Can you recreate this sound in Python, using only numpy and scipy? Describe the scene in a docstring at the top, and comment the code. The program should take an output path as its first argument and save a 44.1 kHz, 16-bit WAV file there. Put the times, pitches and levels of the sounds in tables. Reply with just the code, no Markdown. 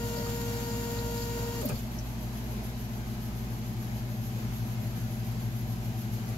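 """A fuel injector test bench in a workshop, heard in stereo.
At first a vane pump whines as a sum of shaft harmonics over rushing fluid, shaped from noise. Mains, motor
and fan hum as close, beating sines, a hiss throbs and fan air rumbles; all of these drone on to the end.
Fluid spits in the lines and the frame thrums. At 1.6 s the pump is switched off: its tones fall and die
as it coasts down, valves click, and the pipes knock. From about 3 s the microphone glides from the spray
chamber to the control cabinet, where much of the hum is stronger."""
import sys
import numpy as np
from scipy import signal
from scipy.fft import rfft, irfft, next_fast_len
from scipy.io import wavfile
from scipy.ndimage import uniform_filter1d, map_coordinates

SR = 44100
rng = np.random.default_rng(int(sys.argv[2]) if len(sys.argv) > 2 else 0)


def dump(signal):
    """Clip the signal to [-1, 1] and save it as 16-bit WAV at the path in sys.argv[1]."""
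    limited = np.clip(np.atleast_2d(signal).T, -1, 1)
    pcm = np.round(limited * 32767).astype(np.int16)
    wavfile.write(sys.argv[1], SR, pcm)


N = 280917
TIME_S = np.arange(N) / SR
TOP_HZ = 15750  # band limit of the recorder
SWITCH_OFF_S = 1.608  # the pump loses power
MOVE_S, MOVE_EASE_S = 3.63, 0.41  # the microphone's move: halfway time and easing time


def amp(db):
    """Level: a gain is ten to the power of a twentieth of its decibels."""
    return 10 ** (np.asarray(db) / 20)


def unit(x):
    """Normalization: scale to a root mean square of 1."""
    return x / np.sqrt(np.mean(x ** 2) + 1e-20)


def along(points, hz):
    """Logarithmic interpolation: read (Hz, value) points on a log frequency axis."""
    f, v = np.transpose(points)
    return np.interp(np.log(hz + 1), np.log(f + 1), v)


def since(s):
    """Elapsed time: seconds since a moment, 0 before it."""
    return np.maximum(TIME_S - s, 0)


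def nearness():
    """Sigmoid motion: the microphone's nearness to the cabinet, 0 to 1, through one smooth move."""
    return .5 + .5 * np.tanh((TIME_S - MOVE_S) / (2 * MOVE_EASE_S))


def wobble(rate):
    """Slow random modulation: a smooth curve through random knots, rate knots a second."""
    knots = rng.standard_normal(int(N * rate / SR) + 4)
    return map_coordinates(knots, [np.arange(N) * rate / SR])


def sputter(rate, decay_s):
    """Shot noise: random spits, rate a second, start at once and decay exponentially; mean 0, rms 1."""
    impulses = (rng.random(N) < rate / SR) * rng.uniform(.5, 1, N)
    level = signal.lfilter([1], [1, -np.exp(-1 / (decay_s * SR))], impulses)
    return unit(level - level.mean())


def filtered(x, response):
    """Linear filtering: multiply the spectrum of x by a response of frequency."""
    m = next_fast_len(N + SR // 2)
    return irfft(rfft(x, m) * response(np.fft.rfftfreq(m, 1 / SR)), m)[..., :N]


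def panned(lean_db):
    """Level panning: left and right gains that keep the total power."""
    pair = amp(np.array([[.5], [-.5]]) * lean_db)
    return pair / np.sqrt(np.mean(pair ** 2, axis=0))


# Likeness of the two channels. Each row: frequency in Hz, left-right correlation from -1 to 1.
LIKENESS = [(60, .99), (250, .95), (470, .8), (700, .35), (1400, -.05), (4000, 0)]


def half_angle(hz, lowest=-1):
    """Interchannel coherence: half the angle in radians whose cosine is the left-right correlation."""
    return np.arccos(np.clip(along(LIKENESS, hz), lowest, 1)) / 2


# Stereo balance. Each row: frequency in Hz, level of left over right in dB.
BALANCE = [(27, -1), (57, -2.3), (110, 3.3), (220, .5), (700, 2.5), (2400, 2), (4400, 0), (8100, 1),
           (13000, -1.5)]


def spread(pair, spectrum):
    """Diffuse field: two signals, coloured, become stereo of rms 1, alike in the bass, not in the treble."""
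    def color(hz):
        angle = half_angle(hz)
        return amp(along(spectrum, hz)) * [np.cos(angle), np.sin(angle)]
    mid, side = filtered(pair, color)
    stereo = np.array([mid + side, mid - side])
    return unit(filtered(stereo, lambda hz: panned(along(BALANCE, hz))))


def rush(spectrum, ripple_db=1.48, patchy_db=1.3):
    """Turbulent noise: stereo of rms 1, rippled by panel reflections and patchy with turbulence."""
    z = signal.stft(rng.standard_normal((2, N)), nperseg=2048)[2]
    ripple = rng.standard_normal((2, z.shape[1], 1))
    ripple = unit(uniform_filter1d(ripple, size=3, axis=1))
    patches = uniform_filter1d(rng.standard_normal(z.shape[1:]), size=6, axis=0)
    patches = unit(uniform_filter1d(patches, size=3, axis=1))
    textured = z * amp(ripple_db * ripple + patchy_db * patches)
    pair = signal.istft(textured, nperseg=2048)[1][:, :N]
    return spread(pair, spectrum)


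def tone(cycles, hz, lean_db):
    """Interchannel phase: a stereo sine of rms 1 whose left leads, more so for high tones."""
    lead = half_angle(hz)
    phase = 2 * np.pi * (cycles + rng.random())
    return np.sqrt(2) * panned(lean_db) * np.sin(phase + np.array([[lead], [-lead]]))


def resonance(hz, half_width_hz):
    """Resonance: stereo noise of rms 1 in one band, down to half amplitude a half-width off centre."""
    def band(f):
        return 1 / (1 + ((f * f - hz * hz) / (f * half_width_hz * 2 + 1)) ** 2)
    mid, side = filtered(rng.standard_normal((2, N)), band)
    side = side * np.tan(half_angle(hz, lowest=0))
    return unit(np.array([mid + side, mid - side]))


def burst(s, hz, half_width_hz, rise_s, t60_s):
    """Damped transient: one resonance rises and loses 60 dB in t60_s; about rms 1 at its crest."""
    age = since(s)
    shape = (1 - np.exp(-age / rise_s)) * amp(-60 * age / t60_s)
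    return unit(shape * resonance(hz, half_width_hz)) * np.sqrt(np.mean(shape ** 2)) / shape.max()


PUMP_HZ, COAST_S = 52.1, .09  # full shaft speed, and time constant of its exponential fall
STALL_SHARE = 0.18  # below this share of full speed the tones die
WHINE_DB = 0.33  # added to the whole pump
SHAKE_DB = 3.5  # the slowing pump shakes its mounts more: extra level towards standstill
# Pump tones, many at multiples of its nine vanes. Each row: shaft order (multiple of the shaft speed),
# level in dB before WHINE_DB, level of left over right in dB.
PUMP_TONES = [(2, -44, 1), (3, -50, 4), (5, -49.5, 1), (9, -41, 1), (11, -61, 6), (18, -47.5, 8),
              (19, -66, -4), (27, -54, 2), (28, -62, 10), (36, -57.5, 5), (45, -63, 7), (54, -60.5, 5),
              (63, -65, 12), (72, -67, 9), (90, -59, -8), (99, -63, -1), (117, -67, 4), (124, -67, 2),
              (134, -57.5, 10), (135, -60.5, -2)]
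# Resonances of the frame, swept by the falling tones. Each row: frequency in Hz, relative response in dB.
FRAME_RESPONSE = [(60, -5), (100, 7), (128, 12), (170, -2), (210, 1), (250, 12.5), (300, -5.5), (370, -5),
                  (470, 1.5), (520, -1), (595, 17), (680, -1), (800, -4), (940, 3.5)]


def pump(drift=.0003, flutter_db=.5, treble_flutter_db=4.0, jitter_turns=0.00028, scrape_db=-52):
    """Harmonics of rotation: tones follow the shaft, and a brush scrape repeats with every turn."""
    speed = np.exp(-since(SWITCH_OFF_S) / COAST_S)
    turning = np.minimum(speed / STALL_SHARE, 1) ** 2
    turns = np.cumsum(PUMP_HZ * speed * (1 + drift * wobble(12.46))) / SR + jitter_turns * wobble(120)
    tones = np.zeros((2, N))
    for order, db, lean_db in PUMP_TONES:
        hz = order * PUMP_HZ
        flutter = (flutter_db + treble_flutter_db * np.sqrt(hz / TOP_HZ)) * wobble(35.0)
        swept_db = along(FRAME_RESPONSE, hz * speed) - along(FRAME_RESPONSE, hz)
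        # high orders are the first to go as the speed drops
        level = amp(db + flutter + swept_db) * speed ** (hz / 1300)
        tones += level * tone(order * turns, hz, lean_db)
    track = rng.standard_normal((2, int(SR / PUMP_HZ)))  # one turn of roughness
    scrape = np.array([map_coordinates(side, [turns % 1 * len(side)], mode="grid-wrap") for side in track])
    scrape = amp(scrape_db) * speed ** 2 * spread(scrape, FLUID_SPECTRUM)
    return amp(WHINE_DB + SHAKE_DB * (1 - speed)) * turning * (tones + scrape)


FLOW_DB, SAG_DB_PER_S = -46, 23  # the flow holds while the pump runs, then sags with the pressure
SHUT_S, SHUT_DB_PER_S = 1.8, 300  # the regulator shuts and the flow dies
# Colour of fluid noise, also of the pump's scrape. Each row: frequency in Hz, relative level in dB.
FLUID_SPECTRUM = [(250, -6), (500, -2.5), (600, 8.5), (720, -2.5), (1300, -1.5), (1900, -4.5), (2600, -3),
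                  (4200, -0.5), (4650, -3), (5200, -5), (7200, 2), (8100, -11.5), (10500, -7), (12100, 3),
                  (15500, -10)]


def fluid(surge_db=1.1, sputter_db=1.4, grain_db=1.4, rattle_db=-11, rattle_swing_db=3.5):
    """Flow noise: fluid rushes and sputters, rattling the regulator, until the pressure is gone."""
    flow_db = FLOW_DB - SAG_DB_PER_S * since(SWITCH_OFF_S) - SHUT_DB_PER_S * since(SHUT_S)
    texture_db = surge_db * wobble(14.0) + sputter_db * sputter(rate=45, decay_s=.01) + grain_db * wobble(500)
    stream = amp(texture_db) * rush(FLUID_SPECTRUM)
    rattle_level = amp(rattle_db + rattle_swing_db * sputter(rate=53, decay_s=.02))
    rattle = rattle_level * resonance(4700, 450)
    return amp(flow_db) * (stream + rattle)


# Steady tones of mains, motor and fan. Each row: frequency in Hz, level in dB, extra dB at the cabinet.
HUM_TONES = [(27.2, -58, -1), (56.7, -41.5, -4.5), (108.4, -47.5, 8), (113, -53.5, 6), (120.23, -40, 4.5),
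             (169, -61.5, 10.5), (176.9, -55, 5), (197.2, -54.5, 3), (216.7, -46.5, 2.5), (226.4, -51.5, 0),
             (240, -47.5, -0.5), (327.3, -70, 10), (336.5, -64, 0), (377, -59.5, 0.5), (864, -63.5, -19)]


def hum(waver_db=0.55, drift_cycles=0.015):
    """Beating by superposition: close tones of mains, motor and fan interfere."""
    near = nearness()
    out = np.zeros((2, N))
    for hz, db, near_db in HUM_TONES:
        level = amp(db + near_db * near + waver_db * wobble(4))
        cycles = hz * TIME_S + drift_cycles * wobble(2.98)
        out += level * tone(cycles, hz, along(BALANCE, hz))
    return out


SLIP_BEAT_HZ = 6.89  # the motor's slip against the mains
# Colour of the hiss. Each row: frequency in Hz, relative level in dB.
HISS_SPECTRUM = [(2000, -11), (4500, -10), (7000, -6.5), (8400, -22), (10000, -9), (11000, -5.5),
                 (11800, 3), (12400, -1.5), (13500, -8), (15000, -19), (15700, -13)]


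def hiss(db=-52.0, crest_s=0.058, uneven_db=1.0, sputter_db=.9, throb_db=2.8, grain_db=.9):
    """Amplitude modulation: fine hiss throbs with the motor's slip, rising faster than it falls."""
    beat = 2 * np.pi * SLIP_BEAT_HZ * (TIME_S - crest_s)
    throb = np.cos(beat) - .15 * np.sin(2 * beat)
    spit_db = sputter_db * sputter(rate=55, decay_s=0.012)
    texture_db = uneven_db * wobble(7.6) + spit_db + grain_db * wobble(900)
    return amp(db + throb_db * throb + texture_db) * rush(HISS_SPECTRUM)


# Colour of the panel rumble. Each row: frequency in Hz, relative level in dB.
ROOM_SPECTRUM = [(20, -36), (31, -13), (39, -7.5), (54, 3), (75, -7), (150, -5.5), (215, 2.5), (280, -10.5),
                 (360, -12.5), (480, -13.5), (780, -14.5), (1200, -20), (2600, -24), (7000, -29.5),
                 (8500, -38.5)]
# Hollows of the bench that ring in the fan's air. Each row: frequency in Hz, half-width in Hz,
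# level in dB, extra dB at the cabinet.
BENCH_HOLLOWS = [(349, 20, -62.5, 0), (759.4, 14, -65.5, 5.5), (960, 39, -62.5, -7), (2490, 310, -65, 2)]


def workshop(db=-42.5, swell_db=0.65, murmur_db=1.5):
    """Cavity resonance: fan air rumbles in the panels and murmurs in the hollows of the bench."""
    near = nearness()
    out = amp(db + swell_db * wobble(5.02)) * rush(ROOM_SPECTRUM)
    for hz, half_width_hz, level_db, near_db in BENCH_HOLLOWS:
        level = amp(level_db + near_db * near + murmur_db * wobble(9))
        out += level * resonance(hz, half_width_hz)
    return out


# Spits of fluid in the lines. Each row: start in seconds, level in dB, centre in Hz.
LINE_SPITS = [(.16, -46.5, 4630), (.262, -45, 1260), (.715, -47, 6800), (.985, -44, 4230),
              (1.754, -47, 4580), (1.984, -43.5, 5800)]


def spits(width_share=0.092, rise_s=.004, t60_s=.075, lean_db=-1.5):
    """Damped resonance: fluid spits in the lines, each at its own pitch, as wide as its pitch is high."""
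    out = np.zeros((2, N))
    for s, db, hz in LINE_SPITS:
        out += amp(db) * burst(s, hz, width_share * hz, rise_s, t60_s)
    return panned(lean_db) * out


# Pressure surges. Each row: start in seconds, level in dB.
PRESSURE_SURGES = [(.17, -43), (1.621, -36.5)]


def thrum(hz=583, half_width_hz=53, rise_s=0.025, t60_s=.17, lean_db=5):
    """Forced resonance: each pressure surge swells near the frame's strongest resonance."""
    out = np.zeros((2, N))
    for s, db in PRESSURE_SURGES:
        out += amp(db) * burst(s, hz, half_width_hz, rise_s, t60_s)
    return panned(lean_db) * out


# Clicks of switch and valves. Each row: start in seconds, level in dB, centre in Hz, half-width in Hz.
VALVE_CLICKS = [(1.612, -43, 9500, 6000), (1.653, -34, 12800, 1500), (1.687, -37, 9000, 7000)]


def valves(rise_s=0.0028, t60_s=.055, lean_db=-1):
    """Broadband transients: the switch and the valves click briefly and brightly as the pump stops."""
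    out = np.zeros((2, N))
    for s, db, hz, half_width_hz in VALVE_CLICKS:
        out += amp(db) * burst(s, hz, half_width_hz, rise_s, t60_s)
    return panned(lean_db) * out


# Modes of the pipes. Each row: frequency in Hz, half-width in Hz, level in dB.
PIPE_MODES = [(450, 140, -36), (1240, 100, -46), (1590, 100, -49), (2490, 270, -46)]


def pipe_knock(knock_s=1.691, rise_s=0.0055, t60_s=0.16, lean_db=0):
    """Modal excitation: one blow, as the flow collapses, rings all the modes of the pipes."""
    out = np.zeros((2, N))
    for hz, half_width_hz, db in PIPE_MODES:
        out += amp(db) * burst(knock_s, hz, half_width_hz, rise_s, t60_s)
    return panned(lean_db) * out


def scene():
    """Linear superposition: all parts of the bench add together."""
    steady = pump() + fluid() + hum() + hiss() + workshop()
    return steady + spits() + thrum() + valves() + pipe_knock()


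def record(dry):
    """Band limiting: the recorder keeps nothing at or above its limit."""
    return filtered(dry, lambda hz: hz < TOP_HZ)


dry = scene()
out = record(dry)
dump(out)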